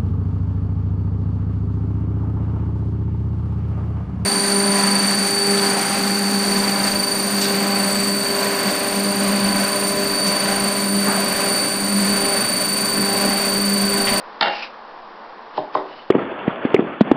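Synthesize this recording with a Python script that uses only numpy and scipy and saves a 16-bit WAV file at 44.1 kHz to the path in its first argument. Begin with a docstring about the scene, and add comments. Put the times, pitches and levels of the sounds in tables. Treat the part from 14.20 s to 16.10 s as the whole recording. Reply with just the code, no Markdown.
"""Wooden lid and tray taps

A small wooden lid is put down inside a wooden chest: it knocks, rattles to rest and slides a little.
Then a fingertip taps twice on the thin bottom of a wooden tray, booming the hollow underneath,
and brushes along it with a faint squeak. A small room answers every blow, over a soft rush of noise."""
import sys
import numpy as np
from scipy import signal
from scipy.fft import rfft, irfft, next_fast_len
from scipy.io import wavfile
from scipy.ndimage import uniform_filter1d, minimum_filter1d, map_coordinates

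SR = 44100
rng = np.random.default_rng(int(sys.argv[2]) if len(sys.argv) > 2 else 0)


def file_out(sig):
    """Save sig as 16-bit WAV at sys.argv[1]."""
    # one column per channel
    cols = np.atleast_2d(sig).T
    # limit, then scale
    lim = np.clip(cols, -1, 1)
    pcm = np.round(lim * 32767).astype(np.int16)
    wavfile.write(sys.argv[1], SR, pcm)


N = 83790


def amp(db):
    return 10 ** (np.asarray(db) / 20)


def unit(x):
    return x / np.sqrt(np.mean(x ** 2) + 1e-20)


def along(points, hz):
    """Read a curve of (Hz, value) points on a log frequency axis."""
    freqs, values = np.transpose(points)
    return np.interp(np.log(hz + 1), np.log(freqs + 1), values)


def fade(t, t60):
    """Exponential decay, 60 dB in t60 seconds."""
    return np.exp(-np.log(1000) * t / t60)


def swell(t, rise_s):
    """A smooth attack, as when force builds up during a contact."""
    return 1 - np.exp(-(t / rise_s) ** 2)


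def noise(colour):
    """Noise of rms 1, shaped by a curve of (Hz, dB) points."""
    size = next_fast_len(N + 8192)
    gain = amp(along(colour, np.fft.rfftfreq(size, 1 / SR)))
    return unit(irfft(rfft(rng.standard_normal(size)) * gain, size)[:N])


def burst(colour, t, t60):
    """Dense, quickly damped modes: a noise burst whose energy is set by its decay."""
    envelope = fade(t, t60)
    x = noise(colour)[:len(t)] * envelope
    return x * np.linalg.norm(envelope) / np.linalg.norm(x)


def ring(modes, t, contact_s, scatter_db):
    """Struck modes: damped sines, randomly varied in level, that rise over the contact time."""
    x = sum(amp(db + scatter_db * rng.standard_normal()) * fade(t, t60) * np.sin(2 * np.pi * hz * t)
            for hz, db, t60 in modes)
    return x * swell(t, contact_s)


def add(out, start_s, x):
    """Mix x into out at start_s."""
    part = out[round(start_s * SR):][:len(x)]
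    part += x[:len(part)]


def background():
    """A soft rush, strongest in the mids, that sinks toward the end."""
    # Tone of the rush. Each row: frequency in Hz, relative level in dB.
    colour = [(60, -28.5), (110, -19.5), (170, -23.5), (224, -8.5), (274, -15.5), (353, -8), (395, -15.5),
              (453, -5.5), (620, -8.5), (770, -4), (1050, -2.5), (1360, -11), (1700, -12), (2240, -21),
              (4870, -27), (5840, -29)]
    # Its fader curve. Each row: time in seconds, level in dB.
    levels = [(0, -38.5), (.65, -40), (1.3, -40), (1.7, -41), (1.9, -45.5)]
    return noise(colour) * amp(np.interp(np.arange(N) / SR, *np.transpose(levels)))


def room(x, wet_db):
    """A blow plus its diffuse small-room tail, each frequency dying at its own speed."""
    # Reverb decay. Each row: frequency in Hz, t60 in seconds.
    decay = [(130, .35), (400, 0.53), (900, 0.41), (2500, 0.29), (5500, 0.28)]
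    predelay_s, build_s = 0.006, 0.009
    hz, t, spectrum = signal.stft(rng.standard_normal(len(x)), SR, nperseg=256)
    tail = signal.istft(spectrum * fade(t, along(decay, hz)[:, None]), SR, nperseg=256)[1]
    tail *= np.clip((np.arange(len(tail)) / SR - predelay_s) / build_s, 0, 1)
    return x + amp(wet_db) * signal.fftconvolve(x, tail / np.linalg.norm(tail))[:len(x)]


def friction(strokes, colour, grain_db=2.5, grains_per_s=200):
    """Grainy rubbing; each stroke swells 20 dB per rise time and fades 20 dB per fall time."""
    t = np.arange(N) / SR
    pressure = sum(amp(db - 20 * np.maximum((peak_s - t) / rise, (t - peak_s) / fall))
                   for peak_s, rise, fall, db in strokes)
    grain = map_coordinates(rng.standard_normal(N), [t * grains_per_s], order=1)
    return pressure * unit(noise(colour) * amp(grain_db * grain))


def finger_brush():
    """Skin dragged over the tray: a soft rub and a faint, narrow-band squeak."""
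    # Finger strokes. Each row: peak time, rise and fall in seconds, level in dB.
    rub_strokes = [(1.378, 0.044, 0.049, -32.5), (1.549, 0.038, 0.036, -36), (1.692, 0.09, 0.34, -44.5),
                   (1.79, 0.27, 0.9, -49)]
    squeak_strokes = [(1.715, .08, .4, -53.5)]
    # Tone of the rub and of the squeak. Each row: frequency in Hz, relative level in dB.
    rub_colour = [(150, -2.5), (700, 7), (1300, 1), (2300, -6), (2750, -2.5), (2950, -3), (3200, -7),
                  (4400, -7.5), (6000, -17)]
    squeak_colour = [(2500, -62), (2880, -21), (2970, 0), (3060, -22.5), (3500, -57)]
    return friction(rub_strokes, rub_colour) + friction(squeak_strokes, squeak_colour)


def lid_slide():
    """Wood scrapes on wood as the settled lid slides a little."""
    # Two short slips. Each row: peak time, rise and fall in seconds, level in dB.
    strokes = [(.365, 0.138, .08, -32.5), (.43, 0.086, 0.075, -29)]
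    # Tone of the scrape. Each row: frequency in Hz, relative level in dB.
    colour = [(200, -19), (900, -9.5), (1900, -6), (2300, 1.5), (2850, 0), (3300, -9), (5000, -7.5),
              (6000, -11.5)]
    return friction(strokes, colour)


def tray_taps():
    """A fingertip strikes the tray bottom; the spot decides which modes speak, the finger damps them."""
    # The taps. Each row: start in seconds, ring, thud, boom and tick levels in dB,
    # contact time in seconds, share of the full ring length, spot on the tray from 0 to 1.
    taps = [(1.3772, -9, -18.5, -26, -34, 0.0034, 0.95, 0.1),
            (1.5507, -7.5, -14.5, -35.5, -28.5, 0.0012, 1, 0.77)]
    # Modes of the bottom. Each row: frequency in Hz, t60 in seconds, level in dB at spot 0 and spot 1.
    tray_modes = [(298.6, 0.25, -28, -25), (381.7, 0.26, -28, -19.5), (417.5, 0.13, -16.5, -13.5),
                  (617, .21, -12, -21), (628, 0.13, -27, -13.5), (758.5, 0.14, -10, -17.5),
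                  (831.4, 0.036, 5, -4.5), (887, 0.025, 4.5, -1), (1047, 0.043, -6.5, 3),
                  (1103, .04, -14.5, -4)]
    # Tone of the thud, the nail tick and the air in the hollow under the tray.
    # Each row: frequency in Hz, relative level in dB.
    thud_colour = [(70, -37), (125, -19), (200, -10), (320, 2.5), (700, 1.5), (1100, 0), (1450, -8),
                   (2100, -12), (3000, -25.5), (6000, -51.5)]
    nail_colour = [(500, -28), (1500, -21), (3000, 4.5), (4200, 7), (5200, -5.5), (6000, -23)]
    hollow_colour = [(60, -46), (100, -16), (128, -2.5), (170, -4), (205, -9.5), (270, -2.5), (400, 1),
                     (560, -10), (1200, -65)]
    out, t = np.zeros(N), np.arange(SR * 2 // 3) / SR
    for start_s, ring_db, thud_db, boom_db, tick_db, contact_s, length, spot in taps:
        modes = [(hz, db0 + spot * (db1 - db0), length * t60) for hz, t60, db0, db1 in tray_modes]
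        panel = amp(ring_db) * ring(modes, t, contact_s, scatter_db=1.5)
        thud = amp(thud_db) * burst(thud_colour, t, t60=0.029) * swell(t, contact_s)
        tick = amp(tick_db) * burst(nail_colour, t, t60=0.0065)
        boom = amp(boom_db) * burst(hollow_colour, t, t60=0.17) * swell(t, rise_s=0.013)
        add(out, start_s, room(panel, wet_db=-11) + room(thud + tick, wet_db=2) + boom)
    return out


def lid_rattle():
    """The lid lands on one edge and rattles flat; each contact rings, thuds and cracks."""
    # The contacts. Each row: start in seconds, then ring, thud and crack levels in dB.
    contacts = [(0.2093, -37.5, -38.5, -22), (0.2105, -19, -13, -6.5), (.2240, -29.5, -14, -25),
                (.2272, -25, -16.5, -31), (.2298, -23.5, -31.5, -15.5), (.2505, -29.5, -20, -34),
                (.2585, -22.5, -18, -27), (.2690, -19, -18.5, -25), (.2760, -22, -17, -27),
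                (.2825, -25, -21, -24), (.2985, -31.5, -25.5, -28.5), (.3190, -30, -28.5, -32.5)]
    # Modes of the lid with the chest under it, and the short-lived ones of its hard edge.
    # Each row: frequency in Hz, level in dB, t60 in seconds.
    body_modes = [(208, -15.5, .13), (585, -15, 0.24), (657.3, -7.5, 0.19), (823, -5.5, 0.28),
                  (902, -2.5, 0.11), (1363, -11.5, 0.28), (1449, -11.5, 0.075), (1635, -13, 0.25),
                  (1782, -7, 0.15), (2201, -14, 0.12), (2789, -10, 0.32), (3095, -21, 0.19),
                  (3545, -17, 0.088), (3756, -12, 0.1)]
    edge_modes = [(1387, -6, 0.039), (1836, -10.5, 0.024), (2255, -9.5, 0.044), (3070, -0.5, 0.016),
                  (3627, 2, 0.015), (3886, -6, 0.014), (4245, -5.5, .016), (4930, -11, 0.013)]
    # Tone of the dull thud and the bright crack. Each row: frequency in Hz, relative level in dB.
    thud_colour = [(70, -27.5), (130, -21), (200, -17.5), (260, -14.5), (480, -2.5), (620, -1.5),
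                   (850, 5.5), (1100, -8.5), (1800, 0.5), (3000, -16.5), (6000, -48.5)]
    crack_colour = [(200, -35.5), (800, -14), (1400, -3.5), (2400, -5.5), (3000, 11.5), (3600, 2.5),
                    (4400, -2), (5050, -3.5), (5600, -22), (6000, -32)]
    hard_contact_s = 0.00056
    out, t = np.zeros(N), np.arange(SR * 2 // 3) / SR
    for start_s, ring_db, thud_db, crack_db in contacts:
        edge = amp(crack_db) * ring(edge_modes, t, hard_contact_s, scatter_db=3.5)
        crack = amp(crack_db + 1) * burst(crack_colour, t, t60=0.0096)
        thud = amp(thud_db) * burst(thud_colour, t, t60=0.036) * swell(t, hard_contact_s)
        body = amp(ring_db) * ring(body_modes, t, contact_s=0.0023, scatter_db=2.0)
        knock = room(thud + crack, wet_db=-5) + room(edge, wet_db=-14) + room(body, wet_db=-14)
        add(out, start_s, knock)
    return out


def limiter(x, ceiling_db, window_s):
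    """Turn the gain down for a moment around each peak over the ceiling."""
    size = round(window_s * SR)
    needed = np.minimum(1, amp(ceiling_db) / (np.abs(x) + 1e-9))
    held = minimum_filter1d(needed, 2 * size)
    return x * uniform_filter1d(uniform_filter1d(held, size), size)


def scene():
    """Lid, taps and all rubbing over the background, in mono."""
    rubbing = lid_slide() + finger_brush()
    return (lid_rattle() + tray_taps() + rubbing + background())[None]


def record(dry):
    """The microphone loses deep bass and high treble, adds faint rumble, limits and just clips peaks."""
    low_cut_hz, high_cut_hz, top_hz = 140, 6000, 16200
    rumble_db, clip_db = -59, -4
    size = next_fast_len(N + SR // 2)
    hz = np.fft.rfftfreq(size, 1 / SR)
    x = signal.sosfilt(signal.butter(4, low_cut_hz, 'high', fs=SR, output='sos'), dry)
    treble_shelf = amp(along([(5100, 1.5), (5900, -11.5)], hz))
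    high_cut = np.clip((high_cut_hz - hz) / 300 + .5, 0, 1)
    x = irfft(rfft(x, size) * treble_shelf * high_cut, size)[..., :N]
    x += amp(rumble_db) * noise([(10, 13.5), (30, -14), (80, -7.5), (150, -25.5), (400, -79.5)])
    x = limiter(x, ceiling_db=-3.5, window_s=0.001)
    x = np.clip(x, -amp(clip_db), amp(clip_db))
    return irfft(rfft(x, size) * (hz < top_hz), size)[..., :N]


dry = scene()
out = record(dry)
file_out(out)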